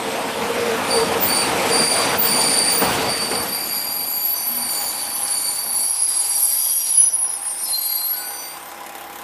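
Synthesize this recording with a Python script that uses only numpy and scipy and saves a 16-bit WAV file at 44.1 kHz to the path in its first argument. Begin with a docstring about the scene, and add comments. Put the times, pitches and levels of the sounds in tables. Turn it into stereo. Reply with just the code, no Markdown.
"""Railcar braking beside the track

A diesel railcar slows almost to a stop beside a microphone pair, its engine knocking under the floor.
The engine is noise shaped by each firing, with low orders as tones; the wheels are roar and rumble noise,
with blows at the rail joints and a humming rail. The brake blocks scrape as bright noise and squeal as
narrow modes, each a tone pushed about by chance; the brakes spread and shift between left and right.
"""
import sys
import numpy as np
from scipy import signal
from scipy.io import wavfile
from scipy.ndimage import uniform_filter1d

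SR = 44100
rng = np.random.default_rng(int(sys.argv[2]) if len(sys.argv) > 2 else 0)


def materialize(psi):
    """Save the field psi as 16-bit PCM at rate SR to the path in sys.argv[1].

    A 1-D psi becomes a single channel; in a 2-D psi each row is a channel.
    """
    bounded = np.clip(np.atleast_2d(psi).T, -1, 1)
    quanta = np.round(bounded * 32767).astype(np.int16)
    wavfile.write(sys.argv[1], SR, quanta)


N = 407043
T = np.arange(N) / SR

# Train speed; faster rubbing widens every squeal. Each row: time in seconds, share of the entry speed.
SPEED = [(0, 1.0), (3, 0.88), (5, 0.7), (6.5, 0.57), (7.2, .3), (8.5, 0.14), (9.23, 0.12)]

# How the microphone pair hears the wheels and the engine. Each row: frequency in Hz, likeness of the
# channels (0 to 1), left minus right in dB, left lead in radians.
WHEELS_PAIR = [(70, 0.95, 1, .25), (150, 0.93, 3.5, 0.036), (300, 1, 2, 0.36), (550, 0.98, 2, 0.68),
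               (990, 0.79, 2.5, 0.037), (2500, .87, 1, 0.058), (9000, 1, 1, 0)]
ENGINE_PAIR = [(70, .99, 0, 0), (300, 1, 0, 0), (550, 0.98, 0.21, .1), (1000, 0.92, 1.2, .1),
               (2500, 0.98, 0.12, .05), (9000, 0.98, 0, 0)]
# The brakes across the pair as the car draws alongside. Each row: time in seconds, likeness of the
# channels (0 to 1), left minus right in dB, left lead in radians.
BRAKES_PAIR = [(0, 0.85, -1.5, 0), (1.3, 1, -0.5, 0), (2.5, 0.82, 0.7, 0.29), (4.5, 0.62, 1.8, 0.31),
               (6.3, 0.89, 1.2, 0.009), (8, 0.81, 1, 0.27), (9.23, 0.83, -0.5, 0.047)]
CUT_HZ, EDGE_HZ = 64, 15500  # bass roll-off of the microphone, upper band limit

# Engine loudness, before the balance of its parts. Each row: time in seconds, level in dB.
ENGINE_LEVEL = [(3.2, -23), (3.35, -36), (3.7, -39.5), (4.29, -42.5), (4.58, -38.5), (5.3, -38.5),
                (5.55, -41.5), (6.0, -44.5), (6.3, -42), (6.63, -46.5), (6.96, -47), (7.3, -43),
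                (7.68, -43), (7.97, -44.5), (8.29, -40.5), (9.23, -38.5)]
# Colour of the engine block and exhaust. Each row: frequency in Hz, relative level in dB per Hz.
BLOCK_COLOUR = [(24, -58), (40, -53), (71, -42), (126, -54), (158, -26), (333, -11), (407, -39),
                (449, -14.5), (722, -9), (797, -2.5), (859, -8.5), (3560, -19.5), (4570, -26.5),
                (13300, -21), (15500, -41)]
# A broad ring of the engine casing. One row: frequency in Hz, width in Hz, lift in dB.
CASING = (1011, 48, 12)
# Humming orders of the engine. Each row: multiple of the firing rate, level in dB.
ENGINE_ORDERS = [(2, -24), (3, -31.5), (5, -25), (6, -30.5), (10, -15.5), (13, -17), (15, -18.5),
                 (24, -4.5), (29, -20)]
# Middle orders grow as the exhaust draws level. Each row: time in seconds, change in dB.
EXHAUST_NEAR = [(3.2, -5), (6, -3.5), (7.1, -1.5), (9.23, 3)]
FIRING_HZ, FIRING_AT = 34.05, 8.686  # mean firing rate, about the moment of one firing (s)

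# Rolling loudness, before the roar's lift of 1.5 dB. Each row: time in seconds, level in dB.
ROLLING_LEVEL = [(0.0, -27.5), (0.15, -25.5), (0.43, -26), (0.8, -23.5), (1.3, -23), (1.71, -21),
                 (1.9, -22.5), (2.13, -20), (2.3, -24), (2.77, -26), (2.84, -22), (3.0, -21.5),
                 (3.16, -27.5), (3.29, -28), (3.47, -29), (3.55, -34.5), (4.17, -42), (4.5, -44),
                 (4.9, -40.5), (5.26, -45.5), (5.8, -43), (6.0, -57), (6.3, -57), (7.0, -63)]
# Colours of the roar and the rumble. Each row: frequency in Hz, relative level in dB per Hz.
ROAR_COLOUR = [(88, -39), (150, -13.5), (225, 0), (388, -6.5), (462, -3.5), (812, -1), (1570, -9),
               (2450, -9), (7000, -25), (9540, -25.5), (13800, -27), (15500, -105)]
RUMBLE_COLOUR = [(12, -55), (20, -25), (38, -35), (59, -17), (92, 2), (200, -7), (260, -30), (440, -120)]
RUMBLE_DB = -20.5  # at the start, relative to the rolling loudness
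RUMBLE_GAIN_DB_PER_S = 0.87  # the rumble outlasts the roar as the car slows
RUMBLE_LUMPS_DB, RUMBLE_LUMPS_PER_S = 2.0, 16  # rms and rough rate of its lumps
# Brief dips of the rolling and scraping noise. Each row: middle in seconds, depth in dB, half length in seconds.
DIPS = [(1.88, -3.5, 0.058), (2.207, -7.5, 0.053), (2.79, -4, .03)]
# Wheels on rail joints. Each row: time in seconds, blow in dB before 12 dB is taken off,
# blow's fall by 60 dB in seconds, low thump in dB.
JOINTS = [(0.42, -7, 0.22, -45), (0.949, -12, 0.22, -33), (2.049, -10, 0.22, -45),
          (2.818, -3.5, 0.36, -27.5), (2.999, -20, 0.27, -46), (3.312, -7, 0.33, -37),
          (4.549, -36, 0.25, -50)]
THUMP_RISE_S, THUMP_T60 = 0.054, 0.6  # rise and fall by 60 dB (s)
# Rail modes under the rolling wheels. Each row: frequency in Hz, width in Hz at entry speed,
# level in dB relative to the hum, end in seconds.
RAIL_MODES = [(452, 14, -0.5, 3.6), (472.5, 14, -0.5, 3.6), (535.5, 16, -3, 1.8), (926, 14, -7.5, 3.0)]
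# Rail hum, which comes in patches. Each row: time in seconds, level in dB.
RAIL_HUM = [(0.0, -42), (0.13, -31.5), (0.22, -40), (0.36, -28.5), (0.63, -28.5), (0.84, -41),
            (0.95, -24.5), (1.25, -34.5), (1.4, -36.5), (1.7, -29), (1.95, -38), (2.13, -34.5), (2.57, -36),
            (2.67, -47), (2.78, -34), (3.0, -34.5), (3.23, -48), (3.33, -34), (3.6, -47)]
RAIL_FLICKER_DB = 2.5  # rms
# One low hum as the last wheel crosses. One row: start in seconds, hold in seconds, frequency in Hz,
# level in dB, width in Hz at entry speed.
HOOT = (4.5, 0.18, 239, -42, 15)

# Brake block scrape, before a lift of 11.5 dB. Each row: time in seconds, level in dB.
SCRAPE_LEVEL = [(0.0, -49), (0.28, -50.5), (1.46, -43), (1.9, -39), (2.11, -41.5), (2.52, -38), (3.06, -43),
                (4.16, -50.5), (4.29, -47), (5.35, -44), (5.76, -50), (6.14, -44.5), (6.99, -46.5),
                (7.22, -59), (7.6, -50.5), (7.89, -48), (8.33, -55.5), (9.23, -64)]
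# Colour of the scrape. Each row: frequency in Hz, relative level in dB.
SCRAPE_COLOUR = [(1500, -8.5), (3000, -0.5), (5000, 4.5), (6500, 0), (9000, 6), (11000, -1), (12500, -2),
                 (14000, -24), (15500, -37)]

# Stick-slip squeal catching for a moment. Each row: start in seconds, rise in seconds, hold in seconds,
# level in dB, dying in dB per second, pitch in Hz, second partial in dB relative to the first.
CATCHES = [(0.913, .035, 0.036, -22.5, 112, 4635, -2.5), (1.319, 0.092, 0.077, -22.5, 130, 4605, 0.5),
           (1.729, .05, 0.23, -21.5, 70, 4685, -1), (2.32, 0.15, 0.42, -21.5, 73, 4630, 1.5)]
CATCH_DEPTH_DB = 18  # how far down the rise begins and the fall ends
# The stick-slip squeal then holds on. Each row: time in seconds, level in dB, pitch in Hz,
# second partial in dB relative to the first.
SLIP = [(2.95, -33, 4630, -3), (3.07, -30, 4610, -26), (3.11, -24.5, 4630, -1.5), (3.37, -24.5, 4625, -1.5),
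        (3.46, -33, 4590, 1.5), (3.54, -25, 4700, -3), (3.9, -30.5, 4730, -2), (4.2, -29, 4686, -5),
        (4.55, -34.5, 4616, 4.5), (4.7, -28, 4610, 1.5), (4.97, -30, 4580, -0.5), (5.08, -34.5, 4575, 0.5),
        (5.5, -29.5, 4580, 2.5), (5.64, -36, 4580, 2), (5.84, -29.5, 4580, -3), (5.951, -43, 4640, 4),
        (6.16, -39, 4620, 4), (6.22, -33, 4645, 3.5), (7.049, -41, 4785, -3), (7.2, -52, 4700, -1),
        (7.57, -56, 4780, 13), (7.64, -42, 4710, 4), (7.94, -34.5, 4670, 2), (8.05, -44, 4670, 5),
        (8.2, -39, 4620, 2), (8.3, -46, 4680, 10), (8.45, -38, 4650, -6), (8.6, -58, 4770, 0)]
SLIP_WIDTH_HZ, SLIP_FLICKER_DB = 165, 1.55  # width at entry speed, rms flicker
SLIP_HALF_DB, SLIP_THIRD_DB = -15.5, -20  # half-pitch and third partials relative to the first
SLIP_WANDER_HZ, SLIP_WANDER_PER_S = 20, 120  # fine pitch flutter: rms at entry speed, rough rate

# Strong rim modes, in close groups. 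Each entry: frequency in Hz.
RIM_HZ = [10460, 10630, 11390, 11545, 11690]
# Their courses, in the same order. Each row: width in Hz at entry speed, factor on the spread between
# channels, list of points (time in seconds, level in dB).
RIMS = [ (143, 1.5, [(4.22, -60), (4.38, -30), (4.72, -34), (5.25, -27), (5.33, -35), (5.5, -39),
        (5.8, -21.5), (6.05, -23), (6.24, -28), (6.45, -40), (6.55, -25), (6.9, -15.5), (7.05, -13),
        (7.1, -25), (7.22, -28), (7.3, -27), (7.5, -30.5), (7.8, -37), (8.1, -45)]),
        (122, 2.7, [(4.26, -56), (4.4, -36), (4.63, -33), (4.93, -38), (5.26, -24.5), (5.45, -26.5),
        (5.55, -24.5), (5.79, -28), (5.99, -27), (6.1, -19.5), (6.48, -23), (6.56, -31), (6.82, -32),
        (7.1, -48), (7.6, -49), (8.32, -42), (8.6, -70)]), (147.3, 3.2, [(3.3, -46), (3.55, -44),
        (3.96, -38), (4.2, -27), (4.97, -40), (5.4, -50), (6.17, -47), (6.37, -26), (6.72, -27),
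        (7.2, -49)]), (128, 2.9, [(2.2, -57), (2.36, -48), (3.41, -38), (3.58, -28.5), (3.9, -23.5),
        (4.23, -33), (4.52, -33), (4.85, -38), (5.3, -35), (5.5, -31), (5.75, -33), (6.0, -40), (6.28, -39),
        (6.45, -27), (6.69, -24), (7.02, -38), (7.52, -42), (7.7, -30), (7.9, -21.5), (8.12, -20.5),
        (8.27, -36.5), (8.45, -44), (8.62, -70)]), (115.6, 1.9, [(2.2, -50), (2.39, -39), (2.88, -58),
        (3.5, -32), (3.96, -28), (4.25, -21), (4.4, -24.5), (4.79, -32.5), (5.26, -31), (5.6, -44),
        (5.75, -32), (6.05, -37), (6.28, -39), (6.36, -28), (6.66, -33), (7.1, -49)]), ]
RIM_FLICKER_DB, FLICKER_PER_S = 2.5, 18.2  # rms; rough rate shared by all flickering modes

# Shrill bursts of the highest mode. Each row: start in seconds, hold in seconds, level in dB, pitch in Hz.
SHRIEKS = [(1.217, 0.032, -17, 14600), (2.188, 0.064, -17, 14700), (2.726, .01, -22, 15000),
           (2.783, .01, -18.5, 14800), (4.69, 0.036, -33, 14600), (4.774, .06, -29, 14600),
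           (5.539, 0.15, -39, 14550)]
SHRIEK_WIDTH_HZ, SHRIEK_RISE_S = 690, 0.012  # width at entry speed
SHRIEK_KNEE_DB, SHRIEK_FAST_S, SHRIEK_SLOW_S = 17.5, 0.084, 0.26  # drops fast to the knee, then lingers

# Weaker rim modes. Each entry: frequency in Hz.
WHISTLE_HZ = [1490, 2080, 3100, 4160, 4835, 5020, 5220, 5600, 5760, 5950, 6560, 7000, 7800, 8120, 8450,
              8800, 9670, 12600, 13400, 13830, 14300, 14550]
# Their widths, in the same order. Each entry: width in Hz at entry speed.
WHISTLE_WIDTHS = [108, 697, 525, 96, 103, 105, 119, 195, 89, 106, 123, 280, 103, 163, 447, 103, 177, 697,
                  190, 100, 120, 153]
# Single squeals of the rims. Each row: start in seconds, hold in seconds, pitch in Hz, level in dB.
SQUEALS = [ (0.0, 0.23, 8240, -42), (.94, 0.034, 8120, -37), (1.385, 0.059, 8300, -34),
           (1.737, 0.34, 8200, -46), (2.28, 0.22, 8200, -42), (2.37, .1, 6900, -37),
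           (2.66, 0.018, 8160, -30), (3.15, 0.17, 8120, -41), (3.55, 0.61, 9560, -40),
           (3.6, 0.33, 6990, -41.5), (4.02, .8, 8120, -46), (4.098, 0.14, 7050, -37),
           (4.37, .04, 6000, -34.5), (4.462, .55, 5950, -50), (4.5, 0.98, 12700, -45), (4.6, .8, 5700, -52),
           (4.748, .15, 7000, -35.5), (5.153, 0.15, 5950, -45), (5.206, .4, 12600, -42),
           (5.35, .2, 7040, -39), (5.4, 0.25, 9670, -45), (5.553, 0.95, 5970, -48),
           (5.68, 0.73, 5660, -41.5), (5.757, .08, 7080, -41), (5.787, 0.044, 8120, -33),
           (5.799, 0.041, 8450, -37), (5.85, 0.33, 5670, -46), (5.95, .3, 4835, -38.5),
           (6.002, 1.16, 4980, -50), (6.18, 0.27, 7000, -40), (6.197, 0.59, 8360, -43),
           (6.204, .65, 12770, -40), (6.25, 0.57, 8110, -36), (6.35, 0.4, 4840, -39),
           (6.352, .08, 9600, -32), (6.417, 0.41, 5670, -38.5), (6.507, 0.024, 8120, -32),
           (6.55, 0.28, 9680, -41), (6.593, .2, 6600, -41.5), (6.625, 0.093, 5900, -38),
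           (6.651, .12, 3260, -45), (6.818, .2, 3070, -46.5), (6.747, 0.14, 5740, -32.5),
           (6.902, .25, 5640, -42), (6.95, 0.33, 5740, -43), (6.963, .04, 5950, -40),
           (7.0, 0.099, 10440, -19.5), (7.004, .3, 8120, -54), (7.014, 0.068, 5966, -30.5),
           (7.135, 0.013, 10440, -18), (7.15, .2, 5950, -51), (7.211, 0.0082, 10460, -16.5),
           (7.22, .12, 10440, -25), (7.277, 0.022, 5730, -41), (7.292, 0.028, 5200, -40),
           (7.341, .015, 10460, -23.5), (7.349, .25, 5220, -46.5), (7.702, .3, 5220, -51),
           (7.35, .6, 5760, -52), (7.38, .06, 8800, -37), (7.433, 0.012, 10380, -34),
           (7.451, 1.73, 2080, -54), (7.47, 0.036, 8800, -26.5), (7.502, 0.82, 14470, -46),
           (7.498, 0.0095, 10460, -28), (7.493, 0.0077, 5760, -39), (7.562, .14, 8780, -32.5),
           (7.597, 0.019, 5760, -38), (7.6, 0.31, 9620, -35.5), (7.636, 0.0098, 10460, -24),
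           (7.644, 0.011, 5220, -31), (7.642, 0.0084, 11500, -26), (7.692, 0.35, 7900, -44),
           (7.7, .25, 7000, -49), (7.714, .01, 10460, -23), (7.68, 0.0385, 4160, -38),
           (7.74, 0.023, 4160, -25), (7.75, .08, 13400, -41), (7.775, 0.0097, 11510, -20),
           (7.8, 0.31, 12700, -43), (7.8, .2, 6560, -48), (7.81, .2, 4153, -30.5), (7.821, .12, 9370, -35),
           (7.825, 0.0096, 10460, -26), (7.852, 0.088, 13830, -45), (7.88, .12, 4835, -45),
           (7.9, 0.097, 5950, -48), (7.917, .01, 11520, -19), (8.05, 0.46, 8800, -43.5),
           (8.06, .09, 4170, -38), (8.07, .4, 14250, -42), (8.121, 0.0092, 11560, -20),
           (8.15, 0.21, 1482, -42.5), (8.17, 0.041, 7800, -39), (8.2, 0.13, 4160, -50),
           (8.238, 0.24, 5950, -47), (8.26, .2, 9600, -44), (8.3, 0.0068, 8800, -37),
           (8.363, 0.072, 5940, -37), (8.4, 0.29, 13830, -44), (8.622, 0.37, 5200, -57.5),
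           (8.8, .4, 13830, -49)]
SQUEAL_RISE_S, SQUEAL_FALL_S, SQUEAL_DEPTH_DB = 0.03, 0.076, 18  # shortest rise and fall, and their depth
SQUEAL_RISE_SHARE, SQUEAL_FALL_SHARE = 0.34, 0.46  # longer squeals come and go more slowly
SQUEAL_FLICKER_DB = 2.5  # rms, reached by holds of 0.7 s or more


def gain_of(db):
    """Amplitude factor of a level in dB."""
    return 10 ** (np.asarray(db) / 20)


def evened(x):
    """Signal scaled to rms 1."""
    return x / np.sqrt(np.mean(x ** 2) + 1e-20)


def curve(points, t):
    """Straight lines between points in time."""
    return np.interp(t, *np.transpose(points))


def read(points, hz):
    """Straight lines between points on a logarithmic frequency scale."""
    f, value = np.transpose(points)
    return np.interp(np.log(hz + 1), np.log(f + 1), value)


def slow(length, per_s):
    """Smooth chance of rms 1, about per_s changes a second."""
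    span = max(int(SR / per_s), 1)
    smooth = uniform_filter1d(rng.standard_normal(length), span)
    return evened(uniform_filter1d(smooth, span))


def wobble(clock):
    """Complex chance for both channels, one new value at each whole step of the clock."""
    knots = rng.standard_normal((int(clock[-1]) + 2, 4)).T
    a, b, c, d = (np.interp(clock, np.arange(len(k)), k) for k in knots)
    return np.array([a + 1j * b, c + 1j * d])


def heard(main, other, same, lean_db, lead):
    """Left and right from a complex signal and an unrelated one."""
    same = np.clip(same, 0, 1)
    lean = gain_of(lean_db / 2) * np.exp(0.5j * lead)
    right = same * main + np.sqrt(1 - same ** 2) * other
    return np.array([main * lean, right / lean])


def brakes_pair(t):
    """Likeness, lean and lead of the brakes at the microphone pair over time."""
    s, *columns = np.transpose(BRAKES_PAIR)
    return [np.interp(t, s, c) for c in columns]


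def noise(colour, patchy_db, pair=None):
    """Two channels of noise with a spectrum and drifting patches; without a pair table it sits at the brakes."""
    frames, hz = N // 256 + 5, np.fft.rfftfreq(1024, 1 / SR)
    a, b, c, d, patches = rng.standard_normal((frames, 513, 5), dtype=np.float32).T
    patches = uniform_filter1d(patches, size=12, axis=0)
    patches = evened(uniform_filter1d(patches, size=10, axis=1))
    if pair is None:
        place = brakes_pair(np.arange(frames) * 256 / SR)
    else:
        f, *columns = np.transpose(pair)
        place = [read(np.transpose([f, column]), hz)[:, None] for column in columns]
    spectra = heard(a + 1j * b, c + 1j * d, *place)
    spectra = spectra * gain_of(colour(hz)[:, None] + patchy_db * patches)
    return evened(signal.istft(spectra, nperseg=1024, noverlap=768)[1][:, :N])


def wavering(s, db, flicker_db):
    """A level curve on a fine time grid, with the grip flickering around it."""
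    fine = np.arange(s[0], s[-1], 0.005)
    chance = slow(N, FLICKER_PER_S)[np.minimum((fine * SR).astype(int), N - 1)]
    return fine, np.interp(fine, s, db) + flicker_db * chance


def swell(start, hold, db, rise, fall, depth_db):
    """Times and levels of a rise, hold and fall."""
    s = np.array([max(start - rise, 0), start + 1e-4, start + hold, start + hold + fall])
    return s, db - depth_db * np.array([1, 0, 0, 1])


def struck(db, at, rise, t60):
    """Size over time of something struck at one moment."""
    falling_db = db - 60 * (T - at) / t60 * (T > at)
    return gain_of(falling_db) * np.clip((T - at) / rise, 0, 1)


def dips_db():
    """Brief dips in the level of the noise."""
    return sum(depth * np.clip(1 - abs(T - at) / half, 0, 1) for at, depth, half in DIPS)


def add(mix, s, db, hz, width, spread=1.0, lean_db=0.0, steady=0.21, grit_db=-6.5, grit_spread=3.5):
    """Adds one mode: a tone pushed about in size and phase by rubbing, with a gritty skirt; steadier when slow."""
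    t = np.arange(s[0], min(s[-1], N / SR - 0.001), 1 / SR)
    db, hz = (np.interp(t, s, c * np.ones(len(s))) for c in (db, hz))
    speed = np.clip(curve(SPEED, t), 0.05, 1.5)
    clock = np.cumsum(width * speed) / SR  # chance runs faster in a wide mode
    push = wobble(clock)
    grit = wobble(grit_spread * clock + 110 * (t - t[0]))
    near, other = push + gain_of(grit_db) * grit
    near = near + steady / speed
    near, other = (z * (abs(z) + 0.9) ** -0.3 for z in (near, other))  # friction limits the swing
    same, lean, lead = brakes_pair(t)
    pushed = heard(near, other, 1 - spread * (1 - same), lean + lean_db, lead)
    tone = (pushed * np.exp(2j * np.pi * np.cumsum(hz) / SR)).real
    ends = signal.windows.tukey(len(t), min(0.06 * SR / len(t), 1))
    mix[:, round(s[0] * SR):][:, :len(t)] += evened(tone) * gain_of(db) * ends


def block_noise(side):
    """Noise of the block and casing, kept below 4500 Hz by a positive side and above it by a negative one."""
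    ring_hz, width, ring_db = CASING

    def colour(hz):
        ring = ring_db / (1 + (2 * (hz - ring_hz) / width) ** 2)
        return read(BLOCK_COLOUR, hz) + ring - 10 * np.log10(1 + (hz / 4500) ** side)
    return noise(colour, patchy_db=1.5, pair=ENGINE_PAIR)


def engine_hum(turns):
    """Low orders of the firing rate as wavering tones, the middle ones growing with the exhaust."""
    near_db = curve(EXHAUST_NEAR, T)
    hum = 0
    for k, db in ENGINE_ORDERS:
        level_db = db + 1.6 * slow(N, 9.0) + (4 < k < 20) * near_db
        hum = hum + np.sqrt(2) * gain_of(level_db) * np.sin(2 * np.pi * (k * turns + rng.random()))
    return hum


def engine():
    """Each firing sends a knock of noise through the block, sharpest in the treble; low orders hum as tones."""
    turns = FIRING_HZ * (T - FIRING_AT) + 0.012 * slow(N, 3)  # counted in firings
    turns -= np.floor(turns.min())
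    strength = gain_of(2.1 * rng.standard_normal(int(turns.max()) + 1))[turns.astype(int)]
    phase = turns % 1
    body, treble = block_noise(4), block_noise(-4)
    knock = evened(1.5 + strength * np.exp(-phase / 0.48) * np.clip(phase / 0.051, 0, 1))
    tick = evened(0.092 + strength * np.exp(-phase / 0.31) * np.clip(phase / 0.037, 0, 1))
    size = gain_of(curve(ENGINE_LEVEL, T)) * np.clip((T - ENGINE_LEVEL[0][0]) / 0.49, 0, 1)
    return size * (gain_of(3.0) * body * knock + gain_of(-4.5) * treble * tick + engine_hum(turns))


def roar_and_rumble():
    """Rough steel on steel: a wide roar and a lumpy low rumble, with a thump at each joint."""
    level_db = curve(ROLLING_LEVEL, T) + dips_db()
    roar = noise(lambda hz: read(ROAR_COLOUR, hz), patchy_db=1.5, pair=WHEELS_PAIR)
    lumps_db = RUMBLE_DB + RUMBLE_GAIN_DB_PER_S * T + RUMBLE_LUMPS_DB * slow(N, RUMBLE_LUMPS_PER_S)
    thumps = sum(struck(db, at, THUMP_RISE_S, THUMP_T60) for at, *_, db in JOINTS)
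    rumble = noise(lambda hz: read(RUMBLE_COLOUR, hz), patchy_db=-0.5, pair=WHEELS_PAIR)
    rumble = rumble * (gain_of(level_db + lumps_db) + thumps)
    fade = np.clip((ROLLING_LEVEL[-1][0] - T) / 0.78, 0, 1)
    return (roar * gain_of(level_db + 1.5) + rumble) * fade


def joint_blows():
    """Wheels striking rail joints: roar noise with less treble, rising at once and dying away."""
    def colour(hz):
        return read(ROAR_COLOUR, hz) - 5.7 * np.log2(1 + hz / 900)
    blows = sum(struck(db - 12.0, at, 0.0018, t60) for at, db, t60, *_ in JOINTS)
    return noise(colour, patchy_db=-0.5, pair=WHEELS_PAIR) * blows


def rail_hum():
    """Narrow rail modes humming in patches, and one lower hum as the last wheel crosses."""
    out = np.zeros((2, N))
    for hz, width, db, last in RAIL_MODES:
        t = T[T < last]
        course = wavering(t, db + curve(RAIL_HUM, t), RAIL_FLICKER_DB)
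        add(out, *course, hz, width, steady=0.22, grit_db=-14)
    start, hold, hz, db, width = HOOT
    shape = swell(start, hold, db, rise=0.06, fall=0.052, depth_db=23)
    add(out, *shape, hz, width, steady=0.22, grit_db=-18)
    return out


def rolling():
    """Wheels on the rails: roar, rumble, joint blows and the humming rail."""
    return roar_and_rumble() + joint_blows() + rail_hum()


def scrape():
    """Brake blocks rubbing: bright hiss that flickers with the grip."""
    grip_db = curve(SCRAPE_LEVEL, T) + dips_db() + 1.66 * slow(N, 65)
    return noise(lambda hz: read(SCRAPE_COLOUR, hz), patchy_db=2.5) * gain_of(grip_db + 11.5)


def slip(mix, s, db, hz, second_db):
    """Adds the stick-slip mode, with partials at half, twice and three times its pitch."""
    fine = np.arange(s[0], s[-1], 0.002)
    db, hz, second_db = (np.interp(fine, s, c * np.ones(len(s))) for c in (db, hz, second_db))
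    flutter = slow(N, SLIP_WANDER_PER_S)[(fine * SR).astype(int)]
    hz = hz + SLIP_WANDER_HZ * curve(SPEED, fine) * flutter  # less as the car slows
    add(mix, fine, db, hz, SLIP_WIDTH_HZ, spread=1.0, lean_db=2.5)
    add(mix, fine, db + second_db, 2 * hz, 1.5 * SLIP_WIDTH_HZ, spread=0.98, lean_db=-0.5)
    add(mix, fine, db + SLIP_THIRD_DB, 3 * hz, 2.6 * SLIP_WIDTH_HZ)
    add(mix, fine, db + SLIP_HALF_DB, hz / 2, 1.7 * SLIP_WIDTH_HZ)


def stick_slip(mix):
    """Blocks sticking and slipping on the rims: short catches, then a squeal that holds on."""
    for start, rise, hold, db, dying, hz, second_db in CATCHES:
        shape = swell(start, hold, db, rise, CATCH_DEPTH_DB / dying, CATCH_DEPTH_DB)
        slip(mix, *shape, hz, second_db)
    s, db, hz, second_db = np.transpose(SLIP)
    fine, level_db = wavering(s, db, SLIP_FLICKER_DB)
    slip(mix, fine, level_db, np.interp(fine, s, hz), np.interp(fine, s, second_db))


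def strong_rims(mix):
    """Strong rim modes, each following its own flickering level curve."""
    for hz, (width, spread, rows) in zip(RIM_HZ, RIMS):
        add(mix, *wavering(*np.transpose(rows), RIM_FLICKER_DB), hz, width, spread, lean_db=-1.1)


def shrieks(mix):
    """Shrill bursts of the highest mode, dropping fast and then lingering."""
    for start, hold, db, hz in SHRIEKS:
        s, level_db = swell(start, hold, db, SHRIEK_RISE_S, SHRIEK_FAST_S, SHRIEK_KNEE_DB)
        s = np.r_[s[0] - 0.03, s, s[-1] + SHRIEK_SLOW_S]
        level_db = np.r_[db - 30, level_db, db - 2.2 * SHRIEK_KNEE_DB]
        add(mix, s, level_db, hz, SHRIEK_WIDTH_HZ, spread=0.4, lean_db=-0.6)


def single_squeals(mix):
    """Rim modes that sound up, hold and die, each with the width and spread of the nearest listed mode."""
    modes = [(hz, width, spread, -1.3) for hz, (width, spread, _) in zip(RIM_HZ, RIMS)]
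    modes += [(hz, width, 1, 0) for hz, width in zip(WHISTLE_HZ, WHISTLE_WIDTHS)]
    for start, hold, hz, db in SQUEALS:
        _, width, spread, lean_db = min(modes, key=lambda mode: abs(mode[0] - hz))
        rise = SQUEAL_RISE_S + SQUEAL_RISE_SHARE * hold
        fall = SQUEAL_FALL_S + SQUEAL_FALL_SHARE * hold
        shape = swell(start, hold, db, rise, fall, SQUEAL_DEPTH_DB)
        course = wavering(*shape, SQUEAL_FLICKER_DB * min(hold / 0.7, 1))
        add(mix, *course, hz, width, spread, lean_db)


def squeal():
    """All squealing modes of the wheel rims, driven by the rubbing blocks."""
    out = np.zeros((2, N))
    stick_slip(out)
    strong_rims(out)
    shrieks(out)
    single_squeals(out)
    return out


def scene():
    """The engine behind the rolling wheels, with the brakes on top."""
    return engine() + rolling() + scrape() + squeal()


def record(dry):
    """Bass roll-off of the microphone, then the band limit."""
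    roll_off = signal.butter(2, CUT_HZ, "high", fs=SR, output="sos")
    thin = signal.sosfilt(roll_off, dry)
    band_limit = signal.firwin(511, EDGE_HZ, window=("kaiser", 9), fs=SR)
    return signal.oaconvolve(thin, band_limit[None], "same")


dry = scene()
out = record(dry)
materialize(out)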